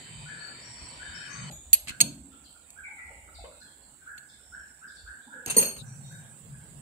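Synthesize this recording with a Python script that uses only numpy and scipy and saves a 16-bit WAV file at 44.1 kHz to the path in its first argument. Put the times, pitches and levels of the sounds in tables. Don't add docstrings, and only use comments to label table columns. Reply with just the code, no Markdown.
import sys
import numpy as np
from scipy import signal
from scipy.io import wavfile
from scipy.ndimage import uniform_filter1d

SR = 44100
rng = np.random.default_rng(int(sys.argv[2]) if len(sys.argv) > 2 else 0)


def invert_db(level):
    return 10 ** (np.asarray(level, dtype=float) / 20)


def store_pcm(level_fs):
    pcm = np.round(np.clip(level_fs, -1, 1) * 32767).astype(np.int16)
    wavfile.write(sys.argv[1], SR, np.atleast_2d(pcm).T)


N = 300309


def evened(x):
    return x / np.sqrt(np.mean(x ** 2) + 1e-20)


def read(points, hz):
    f, value = np.transpose(points)
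    return np.interp(np.log(hz + 1), np.log(f + 1), value)


def sides(db):
    return invert_db(np.array([[db / 2], [-db / 2]]))


def add(mix, s, sound):
    part = mix[..., round(s * SR):][..., :sound.shape[-1]]
    part += sound[..., :part.shape[-1]]


SPLICES = [
    0,
    1.5,
    3.607,
    5.826,
    7,
]


def by_shot(values, s):
    return np.take(values, np.searchsorted(SPLICES, s + .01) - 1)


def to_shot(s, sound):
    end = SPLICES[np.searchsorted(SPLICES, s + .02)]
    left_s = end - s - np.arange(sound.shape[1]) / SR
    return sound * np.clip(left_s / 0.0035, 0, 1)


# pitch_hz, left_over_right_db
LEAN = [(60, -1.5), (110, 0), (200, 2), (380, -4), (700, 1.5), (1290, 1.5), (2380, 4.5), (4400, 5),
        (8120, -19.5), (15000, 10)]


def noise(shape, size, patchy_db, same):
    frames, hz = 4 * N // size + 5, np.fft.rfftfreq(size, 1 / SR)
    a, b, c, d, patches = rng.standard_normal((frames, len(hz), 5)).T
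    patches = uniform_filter1d(patches, size=8, axis=0)
    patches = evened(uniform_filter1d(patches, size=10, axis=1))
    like = np.clip(read(same, hz), -1, 1)[:, None]
    left = a + 1j * b
    right = like * left + np.sqrt(1 - like ** 2) * (c + 1j * d)
    z = np.array([left, right])
    z *= invert_db(read(shape, hz)[:, None] + patchy_db * patches)
    z[0] *= invert_db(read(LEAN, hz))[:, None]
    return evened(signal.istft(z, nperseg=size, noverlap=3 * size // 4)[1][:, :N])


def tail(decays, start_s, hold_s, lumpy_db):
    taps = np.zeros((2, 25000))
    slots = np.arange(round(start_s * SR), taps.shape[1] - 20, 20)
    at = slots + rng.integers(0, 20, (2, len(slots)))
    np.put_along_axis(taps, at, rng.choice([-1., 1.], at.shape), 1)
    lumps = evened(uniform_filter1d(rng.standard_normal(taps.shape[1]), size=250))
    taps *= invert_db(lumpy_db * lumps)
    hz, t, z = signal.stft(taps, SR, nperseg=256)
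    fade_db = -60 * np.maximum(t - hold_s, 0) / read(decays, hz)[:, None]
    out = signal.istft(z * invert_db(fade_db), SR, nperseg=256)[1]
    return out / np.linalg.norm(out[0])


def ring(hz, db, t60, apart, rough):
    t = np.arange(int(np.clip(t60.max() * SR, 3000, SR // 2))) / SR
    start, throb, when = rng.random((3, len(hz), 1))
    phase = 2 * np.pi * start + apart * rng.standard_normal((2, len(hz), 1))
    beat = (15 + 50 * throb) * t + when + 0.37 * np.sin(45 * t + 6 * start)
    size = invert_db(db[:, None] - 60 * t / t60[:, None]) * (1 + rough * np.sin(2 * np.pi * beat))
    return (size * np.sin(2 * np.pi * hz[:, None] * t + phase)).sum(1)


def causal(gain_db):
    log_gain = np.log(invert_db(np.maximum(gain_db, -70)))
    full = np.concatenate([log_gain, log_gain[-2:0:-1]])
    taps = np.fft.ifft(np.exp(np.conj(signal.hilbert(full)))).real[:256]
    return taps / np.linalg.norm(taps)


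# pitch_hz, level_db per Hz
BUSY = [(150, -4.5), (250, -1), (1240, -9.5), (2300, -7.5), (3500, -17.5), (4850, -5.5), (4980, -19),
        (6700, -10.5), (7840, 8), (9660, -16), (10300, -28.5), (12500, -34), (14700, -33.5), (16000, -51)]
QUIET = [(150, -8.5), (250, -4), (342, -9), (802, -11), (1160, -18), (1420, -15.5), (1980, -19),
         (4490, -22.5), (4990, -23.5), (6250, -22), (7700, 0.5), (9660, -10.5), (10700, -26.5),
         (13700, -25), (16000, -33.5)]
# pitch_hz, likeness (0 to 1)
SAME = [(60, 0.71), (180, 1), (550, 0.27), (1650, 0.01), (4970, 0.01), (15000, 0.01)]
# time_s, level_db
SWELL = [(0, 1.4), (.3, 1.5), (.7, 1), (1.05, 2), (1.25, 2.5), (1.4, 1.5), (1.5, 4)]
# level_db, then left_over_right_db
AIR_BY_SHOT_DB = [-0.17, -1.97, -2.5, 1.5]
LEAN_BY_SHOT_DB = [2.5, -1.3, -1.5, -1.7]


def air():
    t = np.arange(N) / SR
    shot = np.searchsorted(SPLICES, t, "right") - 1
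    swell_db = np.interp(t, *np.transpose(SWELL))
    busy = invert_db(-48.5 + swell_db) * noise(BUSY, size=1024, patchy_db=2.5, same=SAME)
    quiet = invert_db(-54.5) * noise(QUIET, size=1024, patchy_db=2.5, same=SAME)
    lean = invert_db(np.take(LEAN_BY_SHOT_DB, shot) * np.array([[.5], [-.5]]))
    return np.where(shot == 0, busy, quiet) * invert_db(np.take(AIR_BY_SHOT_DB, shot)) * lean


# centre_hz, width_hz, pulses_per_s, level_db
INSECTS = (7726, 708, 44.5, -70)


def insects():
    hz, width_hz, rate, db = INSECTS
    drift = evened(uniform_filter1d(rng.standard_normal(N), size=9000))
    pulse_part = np.cumsum(rate * (1 + 0.0092 * drift)) / SR % 1
    gate = np.exp(-pulse_part / 0.92)
    edges_hz = [hz - width_hz / 2, hz + width_hz / 2]
    band = signal.butter(2, edges_hz, "bandpass", fs=SR, output="sos")
    rasp = evened(signal.sosfilt(band, gate * rng.standard_normal(N)))
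    return invert_db(db) * sides(-24.5) * rasp


# pitch_hz, level_db per Hz
DEEP = [(30, -17), (46, -17), (59, 20), (76, 29), (102, -31), (140, -62), (240, -120)]
BOOM = [(50, -35), (85, -30), (108, -1.5), (135, 14.5), (199, -9.5), (227, -0.5), (259, -39), (320, -30),
        (420, -60), (700, -120)]
TRAFFIC_DB = [-59.5, -60.5, -67.5, -62]
HANDLING_DB = [-61, -78, -74.5, -50]
# middle_s, level_db, half_width_s
SURGES = [(.16, -52, 0.06), (0.829, -45.5, 0.023), (1.121, -45.5, 0.049), (1.641, -53.5, 0.26),
          (2.2, -58, .1), (3.08, -55, 0.068), (3.301, -57.5, 0.19), (5.1, -62.5, 0.086),
          (6.682, -57.5, 0.16)]
# middle_s, level_db, half_width_s
BUMPS = [(.2, -47.5, 0.13), (.83, -69, 0.064), (1.12, -66, 0.032), (1.458, -41.5, 0.069), (2.08, -42, 0.07),
         (5.56, -49, 0.064), (5.9, -50, 0.19), (6.581, -57, 0.093)]


def rumble():
    t = np.arange(N) / SR
    alike = [(20, 1.0), (300, 0.86)]  # (pitch_hz, likeness)

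    def level(steady_db, swells):
        humps = sum(invert_db(db) * np.exp(-((t - s) / half) ** 2) for s, db, half in swells)
        return invert_db(by_shot(steady_db, t)) + humps

    deep = level(TRAFFIC_DB, SURGES) * noise(DEEP, size=2048, patchy_db=4.5, same=alike)
    boom = level(HANDLING_DB, BUMPS) * noise(BOOM, size=2048, patchy_db=2.5, same=alike)
    return deep + boom


# pitch_hz, level_db, loudest_s
WHINE = [(972, -58.5, 0.89), (1927, -56, 0.63), (2286, -63, 0.53), (2484, -69, 0.19), (3400, -61, 0.88),
         (3050, -49, 0.29), (2310, -60, 1), (3730, -55.5, 0.3), (4330, -60.5, 0.8), (4490, -50, 0.86),
         (4650, -55.5, 0.39)]


def motor():
    count = round(SPLICES[1] * SR)
    t, out = np.arange(count) / SR, np.zeros((2, N))
    for hz, db, loudest_s in WHINE:
        a, b = rng.standard_normal((2, 2, count))
        fuzz = evened(uniform_filter1d(a, size=250)) + 1j * evened(uniform_filter1d(b, size=250))
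        swell, stray = (evened(uniform_filter1d(v, size=6000)) for v in rng.standard_normal((2, count)))
        turns = np.cumsum(hz * (1 + 0.006 * stray)) / SR
        beat_db = 3.5 * np.cos(2 * np.pi * (t - loudest_s) / 0.86)
        tone = ((0.5 + 0.38 * fuzz) * np.exp(2j * np.pi * turns)).real
        out[:, :count] += invert_db(db + 3 * swell + beat_db) * tone
    out[:, :count] *= invert_db(np.linspace(-7.5, -1, count))
    return out


# pitch_hz, fall_by_60_db_s
YARD = [(700, 0.42), (1500, 0.57), (2200, 1), (4000, 0.63), (7000, 0.91)]


def note(db, from_hz, to_hz, length, pan_db, pace, bend, wobble, hold, wall_db, colour_db):
    sung_s = length * pace
    u = np.arange(round(sung_s * SR)) / (sung_s * SR)
    waver = evened(uniform_filter1d(rng.standard_normal(SR), size=150))[:len(u)]
    glide_hz = from_hz + (to_hz - from_hz) * u ** bend
    hz = glide_hz + wobble * (abs(to_hz - from_hz) + 60) * waver
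    tone = np.sin(2 * np.pi * np.cumsum(hz) / SR) * signal.windows.tukey(len(u), .2)
    tone *= invert_db(colour_db * np.sin(2 * np.pi * (1.72 * u + rng.random())))
    echoes = tail(YARD, start_s=0.001974, hold_s=hold * length, lumpy_db=0.5)
    sound = signal.fftconvolve(tone[None], echoes, axes=1)
    flash = tone * np.exp(-((u - .5) * sung_s / 0.0021) ** 2)
    add(sound, .017, invert_db(wall_db) * flash)
    return invert_db(db) * sides(pan_db) * sound


# start_s, level_db, top_hz, length_s
WHISTLES = [(0.249, -37, 1802, 0.14), (0.99, -35.5, 1783, 0.33), (1.898, -40, 1670, 0.036),
            (2.311, -51, 1380, 0.056), (2.541, -50.5, 1430, 0.029), (2.756, -40, 1690, 0.077),
            (2.978, -47, 1415, 0.021), (3.097, -53.5, 1330, 0.013), (3.269, -44, 1390, 0.021),
            (3.505, -50.5, 1395, 0.015), (3.599, -47, 1715, 0.047), (4.014, -55.5, 1600, 0.032),
            (4.057, -36, 1735, 0.07), (4.38, -54, 1610, 0.036), (4.515, -36.5, 1700, 0.0826),
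            (4.809, -37.5, 1711, 0.082), (5.055, -36, 1718, 0.077), (5.299, -37, 1740, 0.11),
            (5.816, -49, 1747, 0.054), (6.089, -48.5, 1730, 0.094), (6.499, -55.5, 1720, 0.12)]
WHISTLE_LOW_HZ = [1372, 1344, 1337, 1434]
WHISTLE_PAN_DB = [10, -3.5, -2.5, 12]
# start_s, level_db, from_hz, to_hz
CHIRPS = [(2.308, -57, 4210, 2870), (2.437, -50, 4930, 3420), (3.34, -46.5, 4880, 3400),
          (3.602, -48.5, 4950, 3446), (3.81, -57.5, 4860, 3890), (4.284, -50.5, 5140, 3560),
          (4.868, -52.5, 5300, 3660), (4.951, -47, 5040, 3483), (5.209, -56, 4650, 3217),
          (5.778, -41.5, 4550, 3560)]
# start_s, level_db, from_hz, to_hz, length_s
NOTES = [(0.379, -43, 4340, 4570, 0.074), (0.592, -48, 5200, 5820, 0.07), (0.69, -50, 5100, 5700, 0.096),
         (1.13, -43, 5100, 5600, 0.042), (1.14, -50, 2740, 2130, 0.2), (1.272, -48.5, 900, 1260, 0.095),
         (1.295, -40.5, 5900, 6670, 0.031), (1.503, -39, 7100, 6800, 0.025),
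         (2.832, -34, 2360, 2140, 0.024), (2.972, -37.5, 2200, 1910, 0.027),
         (3.057, -65.5, 3030, 2800, 0.092), (4.253, -64.5, 5336, 5490, 0.3),
         (5.84, -51.5, 6500, 5640, 0.046), (6.023, -55, 5510, 6050, 0.054),
         (6.031, -54.5, 3700, 3760, 0.059), (5.985, -61.5, 3900, 4500, 0.075),
         (3.355, -65.5, 4390, 4100, 0.053), (3.369, -55.5, 3900, 3400, 0.041),
         (3.506, -60, 4270, 3800, 0.064), (3.612, -62, 4380, 4300, 0.034),
         (3.638, -60.5, 3600, 3200, 0.046), (3.089, -58, 2250, 2200, 0.1), (3.29, -59.5, 2330, 2080, 0.064),
         (2.65, -61, 2600, 2327, 0.041), (2.989, -55, 2800, 2300, .05), (4, -48.5, 1600, 1500, 0.0186),
         (.37, -48.5, 1480, 1340, .08), (0.13, -55, 2600, 2400, .12), (1.27, -49, 1500, 1400, .08)]
NOTE_PAN_DB = [7.5, 0.94, 6.5, .1]


def birds():
    out = np.zeros((2, N))
    for s, db, top_hz, length in WHISTLES:
        call = db, by_shot(WHISTLE_LOW_HZ, s), top_hz, length, by_shot(WHISTLE_PAN_DB, s)
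        pace = min(0.45, 0.0512 / length)
        sound = note(*call, pace=pace, bend=0.743, wobble=0.031, hold=0.81, wall_db=-4.0, colour_db=2.0)
        add(out, s, to_shot(s, sound))
    small = []
    chirp_s, pan_db, bend, colour_db = .02, 4.5, .9, 6.5
    for s, db, from_hz, to_hz in CHIRPS:
        small.append((s, db, from_hz, to_hz, chirp_s, pan_db, bend, colour_db))
        small.append((s - .006, db - 9.5, from_hz * 1.3, from_hz, chirp_s / 3, pan_db, bend, colour_db))
    small += [(*row, by_shot(NOTE_PAN_DB, row[0]), .55, 2.5) for row in NOTES]
    for s, *call, bend, colour_db in small:
        sound = note(*call, pace=0.99, bend=bend, wobble=0.17, hold=0.97, wall_db=-35.0, colour_db=colour_db)
        add(out, s, to_shot(s, sound))
    return out


GRIP_SHARE = 0.26
# start_s, crack_db, contact_s, ring_db, brightness_db per octave
GRIPPED = [(0.473, -56, 0.0019, -75, 7), (1.730, -16, 0.0069, -17, 3), (1.872, -38.5, 0.0067, -51, -8.5),
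           (1.881, -32.5, 0.014, -52, -3), (1.893, -31.5, 0.0054, -41, -5.5),
           (1.904, -33.5, 0.0057, -63, -8.5), (2.004, -13, 0.0015, -29, -3), (2.009, -15, 0.0018, -39, 0.5),
           (2.0101, -23.5, 0.0033, -21.5, 1), (2.012, -18.5, 0.0046, -40, -0.5),
           (2.704, -39, 0.002, -87, 10.5), (4.178, -45.5, 0.0044, -47, -6)]
# start_s, crack_db, contact_s, ring_db, share of free ringing length
LOOSE = [(1.51, -49.5, 0.014, -67, 1), (1.746, -27, 0.0066, -65, 0.81), (2.043, -55, 0.0077, -58.5, 0.99),
         (5.461, -29, 0.0025, -35, 0.2), (5.479, -35.5, 0.0084, -59, 0.27), (5.468, -39, 0.051, -35, 0.98),
         (5.499, -36, 0.0058, -25.5, 0.35), (5.503, -27, 0.015, -29, 0.25), (5.516, -49, 0.007, -47, 0.3),
         (5.542, -39.5, 0.027, -34, 0.24), (5.566, -34, 0.004, -22.5, 0.5), (5.572, -31, 0.0022, -26, 0.24),
         (5.581, -28, 0.0057, -16.5, 0.27), (5.594, -31.5, 0.018, -29, 0.65),
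         (5.604, -40, 0.0057, -34.5, 0.71), (5.613, -26, 0.0036, -32, 0.54),
         (5.624, -29.5, 0.021, -30.5, 1), (5.645, -38.5, 0.016, -39, 0.91),
         (5.666, -42.5, 0.034, -34, 0.96), (5.707, -45.5, 0.025, -67, 0.63),
         (5.761, -46.5, 0.028, -44, 0.75), (6.119, -55, 0.0042, -62, 0.25)]


def touches():
    held = [(*row[:4], GRIP_SHARE, row[4]) for row in GRIPPED]
    return held + [(*row, 2 - 197 * row[2]) for row in LOOSE]


def tilt(hz, bright_db):
    return bright_db * np.log2(np.maximum(hz, 900) / 5000)


# pitch_hz, level_db per Hz
CRACK = [(290, -10.5), (500, -37.5), (2650, 3.5), (3550, -0.5), (4360, 3), (5590, -7), (6700, 1.5),
         (8800, 4), (10600, -14), (11800, -13), (13300, -17), (14600, -19), (15700, -37)]
RATTLE = [(200, -8), (600, -14.5), (2000, -10.5), (2700, -1), (3500, -11), (4400, -5.5), (5400, -11.5),
          (6500, 0.5), (9500, -9.5), (10800, -12.5), (12000, -2), (13000, -37), (16500, -58)]


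def contact_crack(s, length, bright_db):
    hz, t = np.fft.rfftfreq(512, 1 / SR), np.arange(2500) / SR
    a, b = rng.standard_normal((2, len(t)))
    shape = np.exp(-t / length) * np.minimum(t / (0.12 * length), 1)
    burst = np.array([a + 0.96 * b, a - 0.71 * b]) * shape
    colour = causal(read(CRACK if s < 5 else RATTLE, hz) + tilt(hz, bright_db))
    return signal.fftconvolve(burst, colour[None], axes=1)


KEY_HZ = [2640, 2717, 4320, 4376, 6454, 6528, 7015, 8746, 8865, 10330, 11600, 11670, 14549, 14593]
# at_chuck_db, dropped_db, free fall_by_60_db_s
KEY = [(1, -10, 0.098), (-6.5, -14, 0.17), (0, -10.5, 0.12), (2, -6, 0.33), (-3, -3.5, 0.33),
       (-20, 0, 0.18), (10, -10, 0.071), (0, 1.5, 0.33), (-10, -2, 0.36), (-6.5, -9, 0.02), (13, 3, 0.28),
       (-8, -8, 0.22), (-12, -1, 0.17), (-14, -2, 0.18)]
KNOCK_DB = [1, -12, -16, 9, 9.5, -3.5, -3, 6, 9.5, -9, 2, -4, -0.5, -2.5]
TUMBLE_DB = [-12.5, -10, -11, -16, -5, -4, -15.5, 0.5, -6, 18, -7.5, -11, -28, -28]


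def key_ring(s, length, share, bright_db, knock):
    held_db, dropped_db, t60 = np.transpose(KEY)
    hz, gripped = np.array(KEY_HZ), share == GRIP_SHARE
    if knock:
        modes_db = np.array(KNOCK_DB)
    elif s < 5:
        modes_db = held_db
    else:
        modes_db = np.array(TUMBLE_DB) if s < 5.55 else dropped_db
    modes_db = modes_db + tilt(hz, bright_db) + 1.45 * rng.standard_normal(len(KEY))
    hz = hz * (1 + 0.0011 * rng.standard_normal(len(KEY)))
    apart, rough = .45 if s < 5 else .9, .3 if gripped else .9
    rings = ring(hz, modes_db, t60 * share, apart=apart, rough=rough)
    t = np.arange(rings.shape[1]) / SR
    rings = rings * (1 - np.exp(-t / (0.34 * length)))
    if gripped:
        rings = rings * invert_db(-24 * np.clip((t - 1.9 * length) / 0.011, 0, 1))
    return rings


# pitch_hz, level_db, fall_by_60_db_s
CHUCK = [(2264, 0.5, 0.02), (3130, -10.5, 0.04), (3610, -10, 0.033), (6020, -14, .07), (7340, -7, 0.024),
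         (7370, 0.5, 0.019), (7880, 2.5, 0.028), (9870, -8, .05), (10440, -11.5, 0.071), (12030, 0, 0.04)]
# pitch_hz, fall_by_60_db_s
SHOP = [(100, 1), (500, 0.78), (2000, 0.3), (6000, 0.33), (15000, 0.22)]
KEY_PAN_DB = [
    -2.5,
    -1,
]


def key():
    out, room = np.zeros((2, N)), tail(SHOP, start_s=.003, hold_s=0.0014, lumpy_db=-0.5)
    for s, crack_db, length, ring_db, share, bright_db in touches():
        knock = 1.95 < s < 2.1
        pan = sides(KEY_PAN_DB[int(s > 5)])
        sound = invert_db(ring_db) * key_ring(s, length, share, bright_db, knock)
        unheard = 0.6 * sound[:1] * pan[0]
        add(sound, 0, invert_db(crack_db) * contact_crack(s, length, bright_db))
        if knock:
            body = ring(*np.transpose(CHUCK), apart=1.4, rough=0.33)
            add(sound, 0, invert_db(crack_db - 7) * body[:, :3000])
        sound = sound * pan
        wet = invert_db(-12.0) * signal.fftconvolve(sound[:1] - unheard, room[:, :SR // 2], axes=1)
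        add(wet, 0, sound)
        add(out, s, to_shot(s, wet))
    return np.array([np.roll(out[0], 5), out[1]])


# start_s, level_db, centre_hz, spread share, fall_by_60_db_s
THUDS = [(1.5, -45.5, 450, 0.78, 0.14), (1.51, -59, 3500, 0.076, 1), (1.511, -59.5, 1372, 0.37, 0.54),
         (1.735, -59.5, 623, 0.22, 1), (2.009, -40.5, 139.5, 0.042, 0.51),
         (2.008, -34.5, 182.6, 0.17, 0.39), (2.011, -40.5, 264, 0.056, 0.63),
         (2.007, -41.5, 522.6, 0.38, 0.27), (2.88, -57.5, 820.5, 0.077, 1), (3.08, -55, 820, 0.08, 0.78),
         (3.1, -58, 485.5, 0.18, 1), (3.385, -44, 689, 0.11, 0.21), (3.44, -43, 533, 0.12, 0.32),
         (3.444, -50, 884, 0.18, 0.25), (3.40, -62, 2260, 0.13, 0.97), (3.444, -48, 1500, 0.47, 0.083),
         (5.264, -52.5, 244, 0.077, 0.97), (5.27, -58.5, 882, 0.14, 1), (5.339, -54, 491, 0.0876, 1),
         (5.462, -47, 331, 0.54, 0.32), (5.5, -38.5, 480, 0.3, 0.054), (5.565, -27, 430, 0.11, 0.26),
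         (5.567, -26, 201, 0.23, 0.11), (5.571, -33.5, 1023, 0.36, 0.16), (5.614, -35, 476.3, 0.21, 0.3),
         (5.615, -39, 223.3, 0.14, 0.31), (5.634, -46, 759, 0.19, 0.08)]


def thuds():
    out = np.zeros((2, N))
    for s, db, hz, spread, t60 in THUDS:
        u = rng.uniform(-0.79, 1, (3, 20))
        tones_hz = hz * np.exp((u[0] + u[1]) * spread)
        fade_s = t60 * (1 + 1.06 * u[2])
        knock = ring(tones_hz, db - 12.0 + 3 * u[1], fade_s, apart=hz / 900, rough=0.65)
        attack = np.minimum(np.arange(knock.shape[1]) / SR / 0.002, 1)
        add(out, s, to_shot(s, knock * attack))
    return out


def scene():
    return air() + insects() + rumble() + motor() + birds() + key() + thuds()


def drop_faint_treble(heard):
    hz, t, z = signal.stft(heard, SR, nperseg=2048, noverlap=1024)
    power = (abs(z[:, :1024]) ** 2).mean(0).reshape(256, 4, -1).mean(1)
    band_db = uniform_filter1d(10 * np.log10(power + 1e-20), size=2, axis=1)
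    whim = evened(uniform_filter1d(rng.standard_normal(band_db.shape), size=2, axis=1))
    centre = hz[2:1024:4, None]
    steady = np.diff(band_db[40:140].mean(0), append=-200) < 7
    steady &= np.roll(steady, 1)
    weakest_db = np.percentile(band_db[21:81], 15, axis=0) - 30 * (centre > 7000)
    floor_db = np.maximum(-102, band_db.max(0) - 39)
    limit_db = np.maximum(floor_db, weakest_db) + 4.5 * whim
    limit_db -= 9 * (centre > 11200) * (limit_db < -90)
    limit_db[centre[:, 0] > 15750] = 0
    dropped = (band_db < limit_db) & (centre > 1800) & steady
    z[:, :1024] *= invert_db(-50 * np.repeat(dropped, 4, axis=0))
    return signal.istft(z, SR, nperseg=2048, noverlap=1024)[1][:, :N]


def roll_off(x):
    return signal.sosfilt(signal.butter(12, 16770, fs=SR, output="sos"), x)


def record(dry):
    heard = signal.sosfilt(signal.butter(2, 45, "highpass", fs=SR, output="sos"), dry)
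    thinned = drop_faint_treble(heard)
    return roll_off(thinned)


dry = scene()
out = record(dry)
store_pcm(out)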